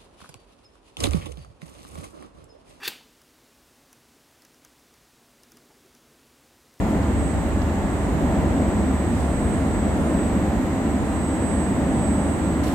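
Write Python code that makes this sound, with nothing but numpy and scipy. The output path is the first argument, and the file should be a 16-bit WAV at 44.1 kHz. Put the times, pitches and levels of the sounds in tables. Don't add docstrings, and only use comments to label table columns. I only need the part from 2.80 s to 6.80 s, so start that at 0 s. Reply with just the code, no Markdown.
import sys
import numpy as np
from scipy import signal
from scipy.fft import rfft, irfft
from scipy.io import wavfile

SR = 44100
rng = np.random.default_rng(int(sys.argv[2]) if len(sys.argv) > 2 else 0)


def wav_out(sig):
    wavfile.write(sys.argv[1], SR, np.round(np.clip(np.atleast_2d(sig).T, -1, 1) * 32767).astype(np.int16))


N = 176400
T = np.arange(N) / SR
HZ = np.maximum(np.arange(N // 2 + 1) * SR / N, 1)


def from_db(db):
    return 10 ** (np.asarray(db) / 20)


def unit_rms(x):
    return x / np.sqrt(np.mean(x ** 2) + 1e-20)


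def at_hz(points, hz):
    point_hz, value = np.transpose(points)
    return np.interp(np.log(hz), np.log(point_hz), value)


def fader(rows, column=1):
    rows = np.array(rows)
    return from_db(np.interp(T, rows[:, 0], rows[:, column]))


def noise(gain):
    return unit_rms(irfft(rfft(rng.standard_normal(N)) * gain, N))


def coloured(spectrum):
    return noise(from_db(at_hz(spectrum, HZ)))


def envelope(start, attack, hold, t60):
    age = T - start
    release = np.exp(-np.log(1000) * np.clip((age - attack - hold) / t60, 0, 10))
    return np.clip(age / attack, 0, 1) * release


def resonances(rows):
    power = sum(from_db(db) ** 2 / (1 + (2 * (HZ - hz) / width) ** 2) ** 2 for hz, width, db in rows)
    return np.sqrt(power)


def bands(x):
    centres = np.geomspace(100, 16000, 12)
    spacing = np.log(centres[1] / centres[0])
    spectrum = rfft(x)
    return [(hz, irfft(spectrum * np.maximum(1 - abs(np.log(HZ / hz)) / spacing, 0), N))
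            for hz in centres]


# frequency in Hz, relative level in dB.
HISS_EQ = [(290, -23), (500, 0), (603, -1.5), (2380, -8.5), (3890, -9.5), (5830, -10), (11200, -14),
           (15800, -17.5)]
# frequency in Hz, relative level in dB.
MURMUR_EQ = [(20, -17), (45, -2.5), (65, 1.5), (105, -5), (145, 0), (185, -6), (250, 3), (300, 0),
             (410, -3.5), (520, -7.5), (800, -25.5), (2000, -69)]


def background(hiss_db=-60.5, low_cut_hz=480, murmur_db=-63.5):
    hiss = noise(from_db(at_hz(HISS_EQ, HZ)) / np.hypot(1, (low_cut_hz / HZ) ** 2))
    return from_db(hiss_db) * hiss + from_db(murmur_db) * coloured(MURMUR_EQ)


# time in seconds, level in dB.
RUSTLE_FADER = [(0, -68), (2.45, -79), (2.75, -60.5), (3.1, -65), (3.4, -64.5), (3.6, -72.5), (4, -87)]
# centre in Hz, width in Hz, relative level in dB.
RUSTLE_PEAKS = [(142, 32, -2.5), (244, 28, 7.5), (314, 54, -3), (415, 80, -1), (600, 1400, -20.5)]


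def rustle():
    return fader(RUSTLE_FADER) * noise(resonances(RUSTLE_PEAKS))


# start in seconds, level in dB, pitch in Hz, width in Hz, t60 in seconds.
LOW_THUDS = [(.075, -34.5, 320, 277, 0.054), (0.08, -44, 740, 260, 0.08), (.116, -46, 900, 700, 0.027),
             (0.205, -52.5, 876, 700, 0.037), (0.255, -55.5, 247, 70, 0.19), (1.365, -57, 384, 250, .04),
             (2.746, -63, 396, 90, 0.21), (2.9, -56, 750, 900, 0.17), (3.045, -61, 385, 110, 0.44)]


def thuds():
    out = np.zeros(N)
    for start, db, hz, width, t60 in LOW_THUDS:
        shape = envelope(start, attack=0.0019, hold=0, t60=t60)
        force = shape * rng.standard_normal(N)
        thud = irfft(rfft(force) * resonances([(hz, width, 0)]), N)
        out += from_db(db) * unit_rms(thud) * np.sqrt(np.mean(shape ** 2))
    return out


# frequency in Hz, relative level in dB.
REVERB_EQ = [(100, -13), (350, -2.5), (600, -7.5), (1200, -6.5), (1900, -2.5), (2700, 3), (4500, -0.5),
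             (5400, -7.5), (9000, -9), (16000, -11.5)]
# frequency in Hz, t60 in seconds.
REVERB_DECAY = [(200, 0.72), (1200, 0.37), (3200, 0.41), (7000, 0.4), (15000, 0.25)]
# pitch in Hz, level in dB, t60 in seconds.
LONG_PARTIALS = [(1720, -74, 0.21), (1816, -55, 0.12), (2590, -56, 0.27), (2682, -55, 0.31),
                 (2896, -49, 0.23), (3540, -50.5, 0.44), (4231, -56, 0.46), (4659, -55, 0.58),
                 (5530, -69, .38), (8678, -65, 0.23), (12000, -55, .36), (12600, -55, 0.3),
                 (13900, -58, .25)]


def ring_out(start_s=0.02, build_s=0.069, room_db=-38):
    room = sum(band * envelope(start_s, build_s, 0, at_hz(REVERB_DECAY, hz))
               for hz, band in bands(coloured(REVERB_EQ)))
    partials = np.zeros(N)
    for hz, db, t60 in LONG_PARTIALS:
        tone = np.sin(2 * np.pi * (hz * T + rng.random()))
        partials += from_db(db) * tone * envelope(start_s, build_s, 0, t60)
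    return from_db(room_db) * room + partials


# pitch in Hz, relative level in dB, t60 in seconds.
OBJECT_MODES = [(302, -25, 0.022), (413, -27.5, 0.071), (797, -25, 0.058), (1208, -14.5, 0.0092),
                (1583, -17, 0.038), (1810, -9.5, 0.017), (2420, -13.5, 0.022), (2666, -12, 0.035),
                (3590, -6, 0.012), (4176, -14.5, 0.02), (4610, -6.5, 0.02), (7060, -18, 0.015)]


def object_body(force):
    out = np.zeros(N)
    for k, (hz, db, t60) in enumerate(OBJECT_MODES):
        decay = np.exp(-np.log(1000) / (t60 * SR))
        angle = 2 * np.pi * hz / SR
        feedback = [1, -2 * decay * np.cos(angle), decay * decay]
        mode = signal.lfilter([0, np.sin(angle)], feedback, force + 1e-18)
        out += (-1) ** k * from_db(db) * mode
    return out


# start in seconds, relative level in dB.
CONTACTS = [(0.0344, -21), (0.0726, -20), (0.0779, 1.5), (0.081, -.5)]
# frequency in Hz, relative level in dB.
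CRACK_EQ = [(300, -20), (2000, -12), (5500, 0), (8000, -5.5), (10000, -3.5), (12000, 0.5), (16000, 2)]
RATTLE_START_S = 0.0777


def knock(body_db=-18.5, crack_db=-17.5, rattle_db=-29.5):
    hits, cracks = np.zeros(N), np.zeros(N)
    for start, db in CONTACTS:
        hits[int(start * SR)] += from_db(db)
        cracks += from_db(db + crack_db) * envelope(start, attack=0.0001, hold=0, t60=0.0058)
    rattle = from_db(rattle_db) * envelope(RATTLE_START_S, attack=0.00059, hold=0.0088, t60=0.015)
    ringing = from_db(body_db) * object_body(hits)
    return ringing + cracks * coloured(CRACK_EQ) + rattle * coloured(CRACK_EQ)


def slips(per_second=6000, spread_db=4):
    sizes = from_db(spread_db * np.minimum(rng.exponential(1, N), 3))
    return sizes * rng.choice([-1, 1], N) * (rng.random(N) < per_second / SR)


# time in seconds, rub gain in dB, rasp level in dB, rub's high cut in Hz.
SLIDE_MOVE = [(0, -26, -66, 750), (0.014, -34.5, -61, 950), (.025, -35, -60, 1590), (0.034, -30, -48, 2000),
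              (0.041, -36, -45, 3600), (0.051, -34, -42, 7000), (.062, -33, -39, 7000),
              (.076, -37.5, -56, 7000), (.083, -65, -70, 7000)]
# frequency in Hz, relative level in dB.
RASP_EQ = [(300, -22), (2000, -8), (5900, 4), (7100, -2), (8500, -2), (12000, -4), (16000, -9)]


def slide():
    times, _, _, cutoffs = np.transpose(SLIDE_MOVE)
    cutoff_hz = np.interp(T, times, cutoffs)
    rubbed_body = unit_rms(object_body(slips()))
    rub = sum(band / np.hypot(1, (hz / cutoff_hz) ** 2) for hz, band in bands(rubbed_body))
    rub *= fader(SLIDE_MOVE, column=1) * (T < CONTACTS[-1][0])
    rasp = unit_rms(irfft(rfft(slips()) * from_db(at_hz(RASP_EQ, HZ)), N))
    rasp *= fader(SLIDE_MOVE, column=2) * (T < RATTLE_START_S)
    return rub + rasp


def crunch(shape, hz, width):
    bandpass = signal.butter(2, [hz - width / 2, hz + width / 2], "band", fs=SR, output="sos")
    fracture = shape * rng.standard_normal(len(shape))
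    return unit_rms(signal.sosfilt(bandpass, fracture)) * np.sqrt(np.mean(shape ** 2))


# start in seconds, then relative levels in dB of the shell's low, middle
JAW_TICKS = [(0.4157, -8, -13, -16, -6.5), (1.1283, -9, -2.5, -5, -1), (1.6194, -4, -11, -12, -7),
             (1.649, -10, -4, -8, -6), (1.7433, -15, -11, -18, -12), (1.8481, -6, 0, -1.5, -1),
             (1.9937, -17, -15, -18, -14), (2.139, -11, -14, -17, -13), (2.633, -4, -7, -12, -5),
             (2.7182, -6, -4, -5, -2), (2.7695, -4, -5, -12, -3), (3.0608, -18, -13, -18, -15),
             (3.1488, -9, -6, -15, -7), (3.9393, -13, -14, -19, -8), (3.993, -9, -6.5, -8, -6)]
# centre in Hz, width in Hz.
SHELL_PEAKS = [(5050, 350), (5900, 500), (6680, 840)]
# centre in Hz, width in Hz, relative level in dB.
SNAP_PEAKS = [(9300, 1100, -4), (10700, 1200, -4.5), (13600, 3600, -3)]
# frequency in Hz, relative level in dB.
PERCH_EQ = [(300, -19), (900, -9), (1500, -1.5), (2200, -10), (2900, -6), (4000, -16), (6000, -18),
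            (15000, -31)]


def bites(tick_db=-50, perch_db=-55.5, tick_samples=1024):
    shape = from_db(tick_db) * envelope(0, attack=0.00038, hold=0.00086, t60=0.0098)[:tick_samples]
    ticks, perch_envelope = np.zeros(N + tick_samples), np.zeros(N)
    for start, *shell_db, snap_db in JAW_TICKS:
        shell = sum(from_db(db) * crunch(shape, hz, width)
                    for db, (hz, width) in zip(shell_db, SHELL_PEAKS))
        snap = sum(from_db(snap_db + db) * crunch(shape, hz, width) for hz, width, db in SNAP_PEAKS)
        onset = int(start * SR)
        ticks[onset:onset + tick_samples] += shell + snap
        perch_envelope += from_db(max(shell_db)) * envelope(start, attack=0.0015, hold=0, t60=0.07)
    return ticks[:N] + from_db(perch_db) * perch_envelope * coloured(PERCH_EQ)


def scene():
    mono = background() + slide() + knock() + ring_out() + bites() + thuds() + rustle()
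    return np.array([mono, mono])


def record(dry):
    cutoff_hz = 15850
    return signal.sosfilt(signal.ellip(12, .1, 80, cutoff_hz, fs=SR, output="sos"), dry)


dry = scene()
out = record(dry)
wav_out(out)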